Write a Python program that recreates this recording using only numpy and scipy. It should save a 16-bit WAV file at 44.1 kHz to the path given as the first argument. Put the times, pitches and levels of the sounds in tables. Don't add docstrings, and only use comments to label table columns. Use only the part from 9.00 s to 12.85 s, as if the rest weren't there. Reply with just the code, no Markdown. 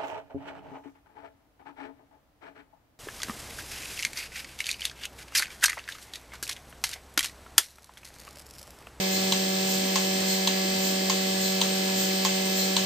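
import sys
import numpy as np
from scipy import signal
from scipy.fft import rfft, irfft, next_fast_len
from scipy.io import wavfile
from scipy.ndimage import uniform_filter1d, map_coordinates

SR = 44100
rng = np.random.default_rng(int(sys.argv[2]) if len(sys.argv) > 2 else 0)


def ratio(d):
    e = np.asarray(d, float) / 20
    return 10 ** e


def wav_out(sig):
    wavfile.write(sys.argv[1], SR, np.round(np.clip(np.atleast_2d(sig).T, -1, 1) * 32767).astype(np.int16))


N = 169785

SHAFT_HZ = 47.537


def pump():
    # freq_hz, density_db
    rumble = [(25, -40), (70, -29), (95, -11), (230, -7.5), (310, -1.5), (480, -9), (600, -10.5),
              (1400, -16.5)]
    rush = [(600, -23), (1300, -22.5), (2060, 1), (2200, 0), (2500, 0.5), (4300, -3), (6300, -1.5),
            (6950, -6.5)]
    fizz = [(6800, -37), (7450, 10), (7900, 1), (8250, 9.5), (11900, 0.5), (13500, -4), (15500, -15)]
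    rumble_db, rush_db, fizz_db = -35.5, -33.5, -37
    vane_depth, surge_db, surge_rate_hz = 0.047, 0.8, 5.86
    t = np.arange(N) / SR
    vane = 1 + vane_depth * np.cos(2 * np.pi * 4 * SHAFT_HZ * t)
    swing = np.interp(t * 200, np.arange(800), wobble(surge_rate_hz, count=1)[0])
    surge = ratio(surge_db * swing)
    out = tones() + ratio(rumble_db) * air(rumble, patchy_db=4.0, size=1)
    out += ratio(rush_db) * surge * vane * air(rush, patchy_db=1.4)
    return out + ratio(fizz_db) * surge * air(fizz, patchy_db=2.0)


def tones():
    # shaft_order, left_db, right_db, left_lead_rad
    strong_orders = [(4, -31.6, -31.3, 0), (8, -36, -42, -0.1), (10, -47, -46, -0.5), (11, -55, -60, 2.8),
                     (12, -43, -33, 2.4), (13, -62, -50, -1.4), (14, -55, -55, -0.2), (15, -70, -58, -0.6),
                     (16, -42, -44, 0.7), (17, -63, -57, -3.0), (20, -49, -52, 2.0), (28, -58, -49, -2.6),
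                     (32, -54, -59, -2.0), (35, -56, -57, 0.1), (36, -54, -42, -2.3), (38, -59, -57, 2.3),
                     (40, -65, -53, 1.5), (42, -61, -51, 1.9), (43, -59, -53, -2.2), (44, -48, -54, -0.2),
                     (48, -54, -51, 1.1), (52, -54, -55, -1.8), (56, -51, -45, 2.5),
                     (65, -51, -56, 0.3), (75, -53, -61, 0.8), (80, -52, -48, 0.9), (81, -54, -56, 2.5),
                     (82, -52, -59, -0.9), (84, -45, -54, 2.6), (86, -52, -49, -0.3), (88, -52, -53, 2.2),
                     (89, -45, -49, -0.2), (91, -50, -49, 1.1), (92, -47, -46, -0.9), (93, -69, -52, -0.7),
                     (97, -51, -53, 1.4), (99, -58, -53, 0.8), (100, -41, -45, -0.9), (104, -55, -52, 1.3),
                     (105, -53, -54, -1.0), (106, -53, -55, 0.7), (108, -54, -51, 2.5),
                     (111, -45, -51, -1.8), (112, -51, -54, 2.8),
                     (55, -58, -57, .8), (58, -57, -55, -1.3), (60, -57, -55, -.2), (113, -55, -53, 1.0),
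                   (115, -55, -51, -.6), (116, -54, -55, .5), (117, -49, -51, 1.9), (118, -55, -59, .3),
                   (120, -59, -54, -1.2), (121, -51, -65, 2.2), (123, -55, -70, 2.0), (132, -51, -62, 3.0),
                   (141, -63, -55, -.5), (152, -53, -54, .4), (153, -54, -61, -2.0), (154, -58, -52, .9),
                   (157, -54, -59, -.7), (158, -50, -53, .1), (159, -55, -64, 3.0), (161, -48, -55, 1.9),
                   (171, -53, -57, .6), (172, -51, -52, -.3), (175, -60, -53, 2.7), (176, -55, -51, 2.5),
                   (177, -58, -53, -1.6)]
    # freq_hz, left_db, right_db, left_lead_rad
    whines = [(1149.4, -58, -57, -0.1), (1839, -60, -60, -2.3), (2398, -63, -57, -3.1),
              (1608.9, -56.0, -59.0, -0.3), (2069.2, -55.0, -72.0, 2.5), (2298.7, -50.0, -54.0, -2.3),
              (2528.8, -47.0, -41.0, -2.7), (2988.4, -60.0, -45.0, 0.7), (3132.4, -46.0, -49.0, 0.2),
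              (3218.5, -47.0, -49.0, -0.1), (3362.5, -56.0, -52.0, -0.5), (3448.7, -49.0, -49.0, -0.5),
              (3678.1, -60.0, -54.0, -0.4), (4283.1, -63.0, -49.0, -0.5), (4616.2, -53.0, -51.0, 0.6),
              (6015.8, -55.0, -60.0, -0.8), (8276.2, -62.0, -50.0, -1.5)]
    # freq_hz, level_db
    weak_orders = [(90, -97), (900, -62), (2500, -69), (4000, -51), (5700, -59), (6700, -55), (7500, -65.5),
                   (8300, -67.5)]
    scatter_db, sway_db, sway_rad_per_order = 4, 1.1, 0.003

    strong = strong_orders
    named = [(order * SHAFT_HZ, *rest) for order, *rest in strong]
    weak_hz = np.setdiff1d(np.arange(2, 184), [row[0] for row in strong]) * SHAFT_HZ
    scatter = np.minimum(rng.standard_normal((len(weak_hz), 2)), 0.5)
    weak_db = (along(weak_orders, weak_hz) + dips(weak_hz))[:, None] + scatter_db * scatter
    weak = np.c_[weak_hz, weak_db, rng.uniform(-np.pi, np.pi, len(weak_hz))]
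    hz, left_db, right_db, lead_rad = np.vstack([named, whines, weak]).T[:, :, None]

    t = np.arange(800) / 200
    bins = np.round(hz * 4).astype(int)
    start_rad = rng.uniform(0, 2 * np.pi, hz.shape) * (hz > 400)
    drift = wobble(3.02, count=1) + 1.2 * wobble(3.99, count=len(hz))
    phase = start_rad + sway_rad_per_order * hz / SHAFT_HZ * drift
    phase = phase + 2 * np.pi * (hz - bins / 4) * t
    level = ratio(sway_db * np.clip(hz / 1500 - 0.2, 0, 1) * wobble(6.68, count=len(hz)))
    slow = level * np.exp(1j * phase) * signal.windows.tukey(800, 0.03)

    skirts = np.fft.fft(slow) / 800 * SR * 2 * np.sqrt(2)
    where = np.abs(bins + np.fft.fftfreq(800, 1 / 800).astype(int))
    out = np.zeros((2, 2 * SR + 1), complex)
    np.add.at(out[0], where, ratio(left_db) * np.exp(1j * lead_rad) * skirts)
    np.add.at(out[1], where, ratio(right_db) * skirts)
    return irfft(out)[:, SR // 16:][:, :N]


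def slide():
    # start_s, peak_db
    clicks = [
        (0.3217, -8.5),
        (0.9569, -6.5),
        (1.473, -8),
        (2.0972, -6.5),
        (2.614, -8),
        (3.2493, -6),
        (3.7653, -7.5),
    ]
    # freq_hz, density_db
    hiss_spectrum = [(900, -22), (1300, -7), (2200, -4), (3000, 4), (4500, -8), (5300, -8), (6600, 1.5),
                     (7800, -6), (14000, -23)]
    travel_s, slide_db, low_cut_hz = 0.0005, -2, 455
    hiss_db, hiss_rise_s, hiss_t60_s = (-19.5, -19), 0.0022, 0.3
    out, hiss = np.zeros((2, N + SR)), np.zeros(N + SR)
    t = np.arange(SR // 4) / SR
    for k, (start_s, peak_db) in enumerate(clicks):
        side = k % 2
        at = round((start_s + travel_s) * SR)
        sound = throw(side)
        out[:, at:at + sound.shape[1]] += ratio(peak_db + slide_db) * sound
        decay = ratio(peak_db + hiss_db[side] - 60 * t / hiss_t60_s)
        hiss[at:at + len(t)] = decay * (1 - np.exp(-t / hiss_rise_s))
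    knocking = filtered(out[:, :N], lambda hz: (1j * hz / (low_cut_hz + 1j * hz)) ** 2)
    return knocking + hiss[:N] * air(hiss_spectrum, patchy_db=0.5)


def throw(side):
    # freq_hz, t60_s, left_db, right_db
    body_modes = [
        [(2650, 0.0083, -10.5, -10), (3256, 0.0056, 0.5, -3.5), (4040, 0.0092, -2, -0.5),
         (4530, 0.0034, -26, 1), (6120, 0.0033, -3.5, -3), (6850, 0.0049, -15.5, -5.5),
         (7430, 0.0054, -14, -10), (8500, 0.0053, -15, -4), (13460, 0.0037, -28, -8)],
        [(2170, 0.0067, -16, -6), (3220, 0.006, -11, -13), (3820, 0.0066, -5, -14), (4620, 0.0073, -4.5, -3),
         (5500, 0.0059, -9, -7), (6600, 0.0056, -14, -1), (7500, 0.0055, -16, -13), (8200, 0.0045, -20, -7)],
    ]
    # freq_hz, t60_s, left_db, right_db
    lid_modes = [
        [(934, 0.037, -11, -7.5), (1106, 0.034, -17, -13)],
        [(871, 0.069, -12.5, -24), (1068, 0.039, -7, -8.5)],
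    ]
    # delay_s, left_db, right_db
    echoes = [
        [(.0017, -22, -4.5), (.0033, 2.5, -8), (.007, -9, -16), (.0115, -20, -9)],
        [(.0017, -15, -16), (.0037, -6, -2), (.006, -10, -15), (.0107, -9, -14)],
    ]
    body_rise_s = [0.00016, 0.0004]
    # freq_hz, t60_s
    barn = [(1000, 0.2), (3500, 0.3), (8000, 0.11)]
    crack_db, crack_t60_s, knock_rise_s = -13, 0.0055, 0.0017
    knock_wet_db, barn_db = -2, -6
    t = np.arange(SR // 10) / SR
    crack = np.diff(rng.standard_normal((2, len(t) + 1)))
    ring = rings(body_modes[side], body_rise_s[side], t) + ratio(crack_db - 60 * t / crack_t60_s) * crack
    knock = rings(lid_modes[side], knock_rise_s, t)
    near = ring + knock
    for delay_s, left_db, right_db in echoes[side]:
        near = near + ratio([[left_db], [right_db]]) * np.roll(ring, round(delay_s * SR), axis=1)

    hz, frame_s, z = signal.stft(rng.standard_normal((2, SR // 2)), SR, nperseg=256)
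    tail = signal.istft(z * ratio(-60 * frame_s / along(barn, hz)[:, None]), SR, nperseg=256)[1]
    sent = np.pad(ring + ratio(knock_wet_db) * knock, ((0, 0), (250, 0)))
    wet = signal.fftconvolve(sent, tail / np.linalg.norm(tail[0]), axes=1)
    return ratio(barn_db) * wet + np.pad(near, ((0, 0), (0, wet.shape[1] - len(t))))


def rings(modes, rise_s, t):
    out = np.zeros((2, len(t)))
    for k, (hz, t60_s, left_db, right_db) in enumerate(modes):
        decay = ratio(np.array([[left_db], [right_db]]) - 60 * t / t60_s)
        out += (-1) ** k * decay * np.sin(2 * np.pi * hz * t) * (1 - np.exp(-t / rise_s))
    return out


def puffs():
    # peak_s, level_db
    puff_times = [
        (.13, -32.5),
        (.69, -31.5),
        (1.29, -31),
        (1.84, -32.5),
        (2.431, -32),
        (2.99, -30.5),
        (3.581, -30),
    ]
    # freq_hz, density_db
    jet = [(5000, -17), (6900, 4), (8300, -2), (11900, -4), (13500, -3), (15500, -9.5)]
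    # freq_hz, density_db
    liners = [
        [(2500, -24), (3800, -6.5), (4200, 6), (4700, -4), (8500, -11)],
        [(1500, -21), (4300, 1), (8500, -3.5)],
    ]
    jet_fall_s, body_lag_s, body_fall_s, body_db = 0.071, 0.026, 0.047, 1
    out = swell(puff_times, 0, jet_fall_s) * air(jet, patchy_db=0.5)
    for k, spectrum in enumerate(liners):
        filling = swell(puff_times[k::2], body_lag_s, body_fall_s)
        out += ratio(body_db) * filling * air(spectrum, patchy_db=0.5)
    return out


def swell(rows, lag_s, fall_s):
    t, rise_s = np.arange(N) / SR, 0.021
    out = np.zeros(N)
    for peak_s, level_db in rows:
        after = t - peak_s - lag_s
        out += ratio(level_db) * np.exp(-(after / np.where(after < 0, rise_s, fall_s)) ** 2 / 2)
    return out


def air(spectrum, patchy_db, size=6):
    # freq_hz, correlation
    alike = [(30, 0.17), (120, 0.97), (300, 0.93), (600, 0.49), (1500, 0.31), (16000, 0.042)]
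    # freq_hz, left_over_right_db
    lean = [(100, -1.5), (400, -0.5), (800, -4.5), (3000, 1.5), (8000, 0), (14000, -4.5)]
    z = signal.stft(rng.standard_normal((2, N)), nperseg=512)[2]
    field = uniform_filter1d(rng.standard_normal(z.shape[1:]), size=size, axis=0)
    field = uniform_filter1d(field, size=14, axis=1)
    pair = signal.istft(z * ratio(patchy_db * unit(field)), nperseg=512)[1][:, :N]

    def mid_side(hz):
        turn = np.arccos(np.clip(along(alike, hz), -1, 1)) / 2
        return ratio(along(spectrum, hz)) * np.array([np.cos(turn), np.sin(turn)])

    mid, side = filtered(pair, mid_side)
    stereo = np.array([mid + side, mid - side])
    return unit(filtered(stereo, lambda hz: ratio(np.outer([0.5, -0.5], along(lean, hz)) + dips(hz))))


def dips(hz):
    # centre_hz, width_hz, depth_db
    notches = [(2203, 42, -12.5), (2417, 43, -11), (2897, 49, -11.5), (6920, 89, -4), (7980, 90, -3)]
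    return sum(db * np.exp(-((hz - centre_hz) / width_hz) ** 2) for centre_hz, width_hz, db in notches)


def unit(x):
    return x / np.sqrt(np.mean(x ** 2) + 1e-20)


def along(points, hz):
    f, v = np.transpose(points)
    return np.interp(np.log(hz + 1), np.log(f + 1), v)


def wobble(rate_hz, count):
    knots = rng.standard_normal((count, 64))
    position = np.arange(800) / 200 * rate_hz
    return map_coordinates(knots, np.meshgrid(np.arange(count), position, indexing="ij"))


def filtered(x, response):
    m = next_fast_len(N + SR // 2)
    return irfft(rfft(x, m) * response(np.fft.rfftfreq(m, 1 / SR)), m)[..., :N]


def glints(dry):
    # peak_s, low_hz, high_hz
    slivers = [(.69, 9050, 9650), (1.81, 10350, 11050), (2.41, 10300, 10500), (2.525, 10350, 10500),
               (2.975, 10300, 11050), (2.99, 9100, 9700), (3.405, 10350, 10500), (3.685, 10450, 10900),
               (3.78, 10450, 10900)]
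    glint_s, glint_db = 0.012, -15.5
    t = np.arange(N) / SR
    out = np.zeros((2, N))
    for peak_s, low_hz, high_hz in slivers:
        gate = np.clip(3 - 3 * abs(t - peak_s) / glint_s / 1.5, 0, 1)
        out += gate * filtered(dry, lambda hz: (hz > low_hz) & (hz < high_hz))
    return ratio(glint_db) * out


def scene():
    return pump() + slide() + puffs()


def top_cut(x):
    return signal.sosfilt(signal.butter(12, 16180, fs=SR, output="sos"), x)


def record(dry):
    # freq_hz, gain_db
    treble_gaps = [(8450, 0), (8560, -9), (8850, -22), (8950, -70), (11560, -70), (11640, 0), (11950, 0),
                   (12600, -12), (13300, 0), (15480, 0), (15560, -70)]
    mix = filtered(dry, lambda hz: ratio(along(treble_gaps, hz))) + glints(dry)
    return top_cut(mix)


dry = scene()
out = record(dry)
wav_out(out)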